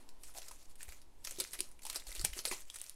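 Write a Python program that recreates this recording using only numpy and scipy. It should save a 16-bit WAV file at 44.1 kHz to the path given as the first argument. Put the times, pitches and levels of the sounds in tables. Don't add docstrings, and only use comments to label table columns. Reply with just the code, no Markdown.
import sys
import numpy as np
from scipy import signal
from scipy.fft import rfft, irfft
from scipy.io import wavfile
from scipy.ndimage import uniform_filter1d

SR = 44100
rng = np.random.default_rng(int(sys.argv[2]) if len(sys.argv) > 2 else 0)


def elevation(decibels):
    levels = np.asarray(decibels, float)
    return 10 ** (levels / 20)


def dump_mix(stems):
    frames = np.atleast_2d(stems).T
    limited = np.clip(frames, -1, 1)
    pcm = np.round(limited * 32767).astype(np.int16)
    wavfile.write(sys.argv[1], SR, pcm)


N = 130095


def evened(x):
    return x / np.sqrt(np.mean(x ** 2) + 1e-20)


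def add(mix, s, sound):
    part = mix[round(s * SR):][:len(sound)]
    part += sound[:len(part)]


def colour(x, points):
    f, db = np.transpose(points)
    hz = abs(np.fft.fftfreq(16384, 1 / SR))
    curve_db = np.interp(np.log(hz + 1), np.log(f + 1), db)
    log_gain = np.log(elevation(np.maximum(curve_db, -100)))
    taps = np.fft.ifft(np.exp(np.conj(signal.hilbert(log_gain)))).real[:8192]
    return signal.oaconvolve(x, taps)[:len(x)]


def crease(x, hz, q):
    r = np.exp(-np.pi * hz / q / SR)
    poles = [1, -2 * r * np.cos(2 * np.pi * hz / SR), r * r]
    return (1 - r * r) / 2 * signal.lfilter([1, 0, -1], poles, x)


def hush():
    # f/Hz, level/dB
    hush_curve = [(53, -15), (90, -18.5), (292, -12.5), (640, -19), (1010, -16.5), (1210, -25.5),
                  (8390, -32.5), (16500, -33)]
    # t/s, level/dB
    drift = [(0, 6), (.3, 0.9), (2.55, 2), (2.7, -4.5)]
    level_db = -71.5 + np.interp(np.arange(N) / SR, *np.transpose(drift))
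    noise = rng.standard_normal(N + 9000)
    return elevation(level_db) * evened(colour(noise, [(40, -36)] + hush_curve)[9000:])


def handling():
    # f/Hz, level/dB
    shake_curve = [(1.2, -32), (2.0, 14.5), (19, -3), (30, -19.5), (38, -12.5), (160, -36.5), (210, -79),
                   (350, -120)]
    f, db = np.transpose(shake_curve + [(400, -98)])
    hz = np.fft.rfftfreq(N, 1 / SR)
    gain = elevation(np.interp(np.log(hz + 1), np.log(f + 1), db))
    shake = evened(irfft(rfft(rng.standard_normal(N)) * gain, N))
    t = np.arange(N) / SR
    return elevation(-49) * shake * np.sin(np.pi * t / t[-1]) ** .2


def room(x):
    t60_s = 0.24
    taps = np.zeros(20000)
    at = np.arange(120, 19960, 20)
    taps[at + rng.integers(0, 20, len(at))] = rng.choice([-1., 1.], len(at))
    taps = taps * elevation(-60 * np.arange(20000) / SR / t60_s)
    taps = colour(taps, [(300, 4.0), (6000, 4.5), (16000, -9.5)])
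    return signal.oaconvolve(x, taps / np.linalg.norm(taps))[:N]


def stand_bumps():
    # t/s, peak level/dB, f/Hz
    bump_rows = [
        (0.885, -46, 51),
        (2.076, -42, 30.4),
        (2.186, -36, 26),
        (2.214, -43.5, 60),
        (2.246, -39, 127),
        (2.29, -45, 47.3),
        (2.324, -43, 41.6),
    ]
    out, t = np.zeros(N), np.arange(8000) / SR
    for s, db, hz in bump_rows:
        u = t * hz / 1.18
        swell = 3 * u * np.exp(-u * u * 2)
        add(out, s - .008, elevation(db) * swell * np.sin(2 * np.pi * hz * t))
    return out


def table_knocks():
    # t/s, peak level/dB, f/Hz
    knocks = [(0.349, -51.5, 735), (0.364, -48, 770), (0.384, -43, 700), (0.512, -44.5, 955),
              (1.319, -51, 536), (1.385, -39, 380), (1.399, -42, 960), (1.407, -42.5, 513),
              (1.416, -44.5, 372), (1.531, -54.5, 382), (1.605, -45, 360), (1.852, -40, 858),
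              (2.246, -38.5, 822), (2.366, -43.5, 364), (2.389, -47.5, 400), (2.4525, -42, 605),
              (2.513, -33, 1154), (2.514, -36, 364),
              (0.355, -46.5, 754), (0.371, -43.5, 756), (0.408, -51.5, 627), (0.887, -51, 767),
            (1.535, -57, 363), (1.589, -52, 358), (1.866, -43.5, 886), (1.897, -47, 1060),
            (1.956, -52.5, 760), (2.067, -51, 780), (2.091, -52, 514), (2.115, -61.5, 344),
            (2.157, -54, 385), (2.196, -48.5, 344), (2.475, -41.5, 517), (2.525, -35.5, 950)]
    ring_cycles, thud_share, attack_s = 16, .35, 0.00042
    out, t = np.zeros(N), np.arange(8000) / SR
    for s, db, hz in knocks:
        noise = rng.standard_normal(len(t))
        thud = evened(crease(crease(noise, 0.82 * hz, 1.65), 0.82 * hz, 1.65))
        pair = np.sin(2 * np.pi * hz * t) + thud_share * thud
        fall = elevation(db - 60 * t * hz / ring_cycles)
        add(out, s, fall * (1 - np.exp(-t / attack_s)) * pair)
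    return out


def crackle():
    # f/Hz, level/dB
    rustle = [(180, -42.5), (300, -5.5), (756, -9.5), (1640, -6.5), (2400, -3.5), (2980, -5), (8140, -1),
              (15500, -3.5)]
    grains_per_s, grain_cycles, spread_db, hiss_db, patchy_db = 6000, 5.0, 3.4, -3, 2.8
    size = elevation(spread_db * np.minimum(rng.exponential(1, N), 3.8))
    size *= rng.random(N) < grains_per_s / SR
    size *= rng.choice([-1., 1.], N)
    kind, out = rng.integers(0, 24, N), np.zeros(N)
    for k, hz in enumerate(np.linspace(600, 16000, num=24)):
        u = np.arange(200) * hz / SR
        grain = np.sin(2 * np.pi * u + 1.1) * np.exp(-3 * u / grain_cycles)
        out += signal.oaconvolve(size * (kind == k), grain / np.linalg.norm(grain))[:N]
    film = evened(out) + elevation(hiss_db) * rng.standard_normal(N)
    z = signal.stft(film, nperseg=256)[2]
    patches = uniform_filter1d(rng.standard_normal(z.T.shape), size=8, axis=0)
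    patches = evened(uniform_filter1d(patches, size=9, axis=1))
    film = signal.istft(z * elevation(patchy_db * patches.T), nperseg=256)[1][:N]
    return evened(colour(film, rustle))


def snap(db, hz, ring_db):
    snap_s, rebound_db, tick_db = .0005, -12, 8.5
    chance = rng.standard_normal(600)
    t = np.arange(len(chance)) / SR
    later = t - .001 - 0.0011 * abs(np.tanh(chance[0]))
    rebound = elevation(rebound_db) * (later > 0) * np.exp(-abs(later) / snap_s)
    push = chance * (np.exp(-t / snap_s) + rebound)
    push[8] += elevation(tick_db)
    x = evened(push) + elevation(ring_db) * evened(crease(push, hz, 4.5))
    x = signal.lfilter(*signal.butter(2, min(0.204 * hz, 9000), 'high', fs=SR), x)
    return elevation(db) * x / abs(x).max()


def bags():
    # t/s, peak level/dB, crease f/Hz, shower level re peak/dB
    snaps = [(0.0906, -40, 4600, -19), (0.2349, -36.5, 8700, -9), (0.3404, -48, 9910.0, -8.9),
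             (0.3845, -33.5, 6130, -14), (0.4181, -40, 5130, -8), (0.4835, -35.5, 6870, -10.5),
             (0.5116, -39.5, 9360, -7), (0.5146, -41, 9520.0, -11.6), (0.756, -44, 8600, -16),
             (0.8306, -29.5, 9800, -27), (0.8823, -44, 2080, -11.3), (0.8902, -39.5, 2250, -9.6),
             (0.9228, -38.5, 2200, -9), (1.0168, -49, 5040, -10), (1.243, -44, 5200, -10),
             (1.249, -31, 5300, -11), (1.2725, -27, 5600.0, -13), (1.2947, -39, 5600, -12),
             (1.3091, -32, 7100, -9.5),
             (1.3608, -40, 3620.0, -16), (1.3872, -33, 9400, -9), (1.4011, -18, 9800, -13.5),
               (1.418, -32, 9130.0, -15), (1.4403, -31.5, 6550.0, -24), (1.4494, -34.5, 2320, -21),
               (1.4753, -39.5, 4870.0, -19), (1.5334, -28.5, 11000, -7.4), (1.59, -32.5, 7750, -11),
               (1.6057, -18, 9700, -22.5), (1.6418, -41, 5430, -17), (1.7155, -44, 9900, -14.6),
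               (1.7915, -48, 2200, -15), (1.8204, -42, 7800, -14), (1.833, -41.5, 9700, -11.5),
               (1.8523, -29, 10030.0, -16), (1.8663, -32.5, 8130, -11.5), (1.8992, -22, 8100, -17.5),
               (1.9014, -23, 3600, -25), (1.9288, -31.5, 10680.0, -14.5), (1.9467, -31, 9950.0, -17),
               (1.9524, -31, 7940, -14), (1.9594, -24, 5040, -13), (1.9985, -34.5, 3600, -15),
             (2.069, -36, 7250, -6.5), (2.1075, -36.5, 5040.0, -16), (2.1175, -35.5, 2150, -11),
               (2.126, -34, 3750.0, -25), (2.1514, -33, 7920.0, -7.1), (2.162, -35, 2640, -6),
               (2.1953, -27, 5130, -16.5), (2.1987, -37, 7250, -26), (2.2132, -27, 7540, -15.5),
               (2.2458, -27, 9900, -14), (2.2491, -12, 9600, -21), (2.3325, -32.5, 2200, -13),
               (2.3794, -33, 9350.0, -15), (2.3906, -24.5, 5700, -17), (2.4533, -18.5, 4760, -18),
               (2.4584, -20, 10380.0, -17), (2.5138, -24, 2370.0, -12), (2.7007, -29, 3300, -22),
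               (2.743, -32, 8250, -15.5), (2.759, -31, 9200, -12), (2.787, -35, 9260, -26),
               (2.7998, -35, 8900, -36), (2.8156, -25, 9100, -25), (2.8407, -35, 9600, -25),
               (2.8961, -30, 11900, -41)]
    # t/s, peak level/dB, crease f/Hz
    ticks = [(0.2842, -41, 7000), (0.3495, -44, 2100), (0.3776, -36, 8800), (0.4303, -44, 4000),
             (0.4623, -45, 7400), (0.4868, -40, 6900), (0.56, -50, 8600), (0.6548, -49, 6900),
             (0.6579, -49, 7000), (0.8072, -40, 1900), (0.8332, -37, 10300), (1.2466, -40, 5300),
             (1.2517, -37, 5200), (1.2689, -37, 5300), (1.3123, -38, 8000), (1.3235, -36, 7700),
             (1.3744, -41, 3800), (1.4035, -23, 11200), (1.5102, -40, 6800), (1.5188, -39, 8200),
             (1.5224, -42, 10500), (1.6095, -28, 7800), (1.6902, -47, 9000), (1.7936, -47, 2200),
             (1.8235, -50, 2200), (1.8556, -38, 8400), (1.8696, -38, 10100), (2.0221, -44, 2100),
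             (2.039, -43, 7600), (2.0767, -41, 11800), (2.0841, -38, 3700), (2.0915, -37, 10200),
             (2.1288, -41, 7800), (2.1399, -43, 8700), (2.1562, -32, 4500), (2.1677, -34, 3700),
             (2.2167, -40, 9100), (2.2905, -39, 8800), (2.3019, -43, 2200), (2.3282, -42, 6600),
             (2.336, -36, 3100), (2.4391, -43, 9200), (2.4459, -38, 9100), (2.4658, -30, 4700),
             (2.5657, -38, 5600), (2.6061, -38, 10200), (2.6125, -40, 11600), (2.6212, -45, 5600),
             (2.6536, -48, 7200), (2.6827, -52, 9600), (2.7096, -44, 9600), (2.7469, -40, 5400),
             (2.7629, -36, 8700), (2.8061, -40, 3500), (2.819, -38, 8800), (2.8648, -39, 5500),
             (2.8723, -45, 5500), (2.8856, -44, 9000), (2.9021, -42, 10600), (2.9431, -48, 10100)]
    # middle t/s, half length/s, level/dB
    squeezes = [(.01, 0.02, -67), (0.277, 0.038, -58), (0.376, 0.02, -51), (0.453, 0.041, -59),
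                (0.536, 0.022, -61), (0.617, 0.033, -63.5), (0.708, 0.017, -63), (0.825, 0.022, -53.5),
                (0.922, 0.051, -61.5), (1.398, 0.097, -58.5), (1.545, 0.012, -48), (1.605, 0.047, -59),
                (1.895, 0.037, -54), (1.964, 0.011, -42), (2.091, 0.018, -52.5), (2.182, 0.039, -52),
                (2.25, 0.0044, -31.5), (2.377, 0.025, -49), (2.477, 0.017, -42.5), (2.529, 0.013, -41.5),
                (2.578, 0.034, -54), (2.856, 0.047, -57), (2.74, 0.038, -62.5), (2.68, 0.012, -66)]
    rise_s, shower_s, slow_s, slow_db = 0.00094, 0.0078, 0.077, -22
    lead_s, tint_db = .0012, -10
    t = np.arange(N) / SR
    cracks, power, grains = np.zeros(N), np.zeros(N), crackle()
    u = t[:12000]
    fall = np.exp(-u / shower_s) + elevation(slow_db) * np.exp(-u / slow_s)
    fall = (1 - np.exp(-u / rise_s)) * fall

    def place(s, crack):
        add(cracks, s - np.argmax(abs(crack)) / SR, crack)

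    for k, (s, db, hz, shower_db) in enumerate(snaps):
        place(s, snap(db, hz, 1.5))
        shower = elevation(db + min(shower_db, -10)) * fall
        tint = evened(crease(grains[1500 * k:][:len(u)], hz, 4.4))
        add(cracks, s - lead_s, elevation(tint_db) * shower * tint)
        add(power, s - lead_s, shower ** 2)
    for s, db, hz in ticks:
        place(s, snap(db, hz, 5))
    for s, half, db in squeezes:
        power += elevation(2 * db) * np.exp(-((t - s) / half) ** 2)
    return cracks + np.sqrt(power) * grains


def scene():
    near = bags() + table_knocks() + stand_bumps()
    return (near + elevation(-14) * room(near) + hush() + handling())[None]


def low_pass(x):
    return signal.sosfilt(signal.butter(12, 16600, fs=SR, output="sos"), x)


def record(dry):
    # f/Hz, level/dB
    mic = [(7000, 0.68), (9400, 2), (11500, 0.16), (15700, -10.5), (16300, -35)]
    return low_pass(colour(dry[0], mic)[None])


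dry = scene()
out = record(dry)
dump_mix(out)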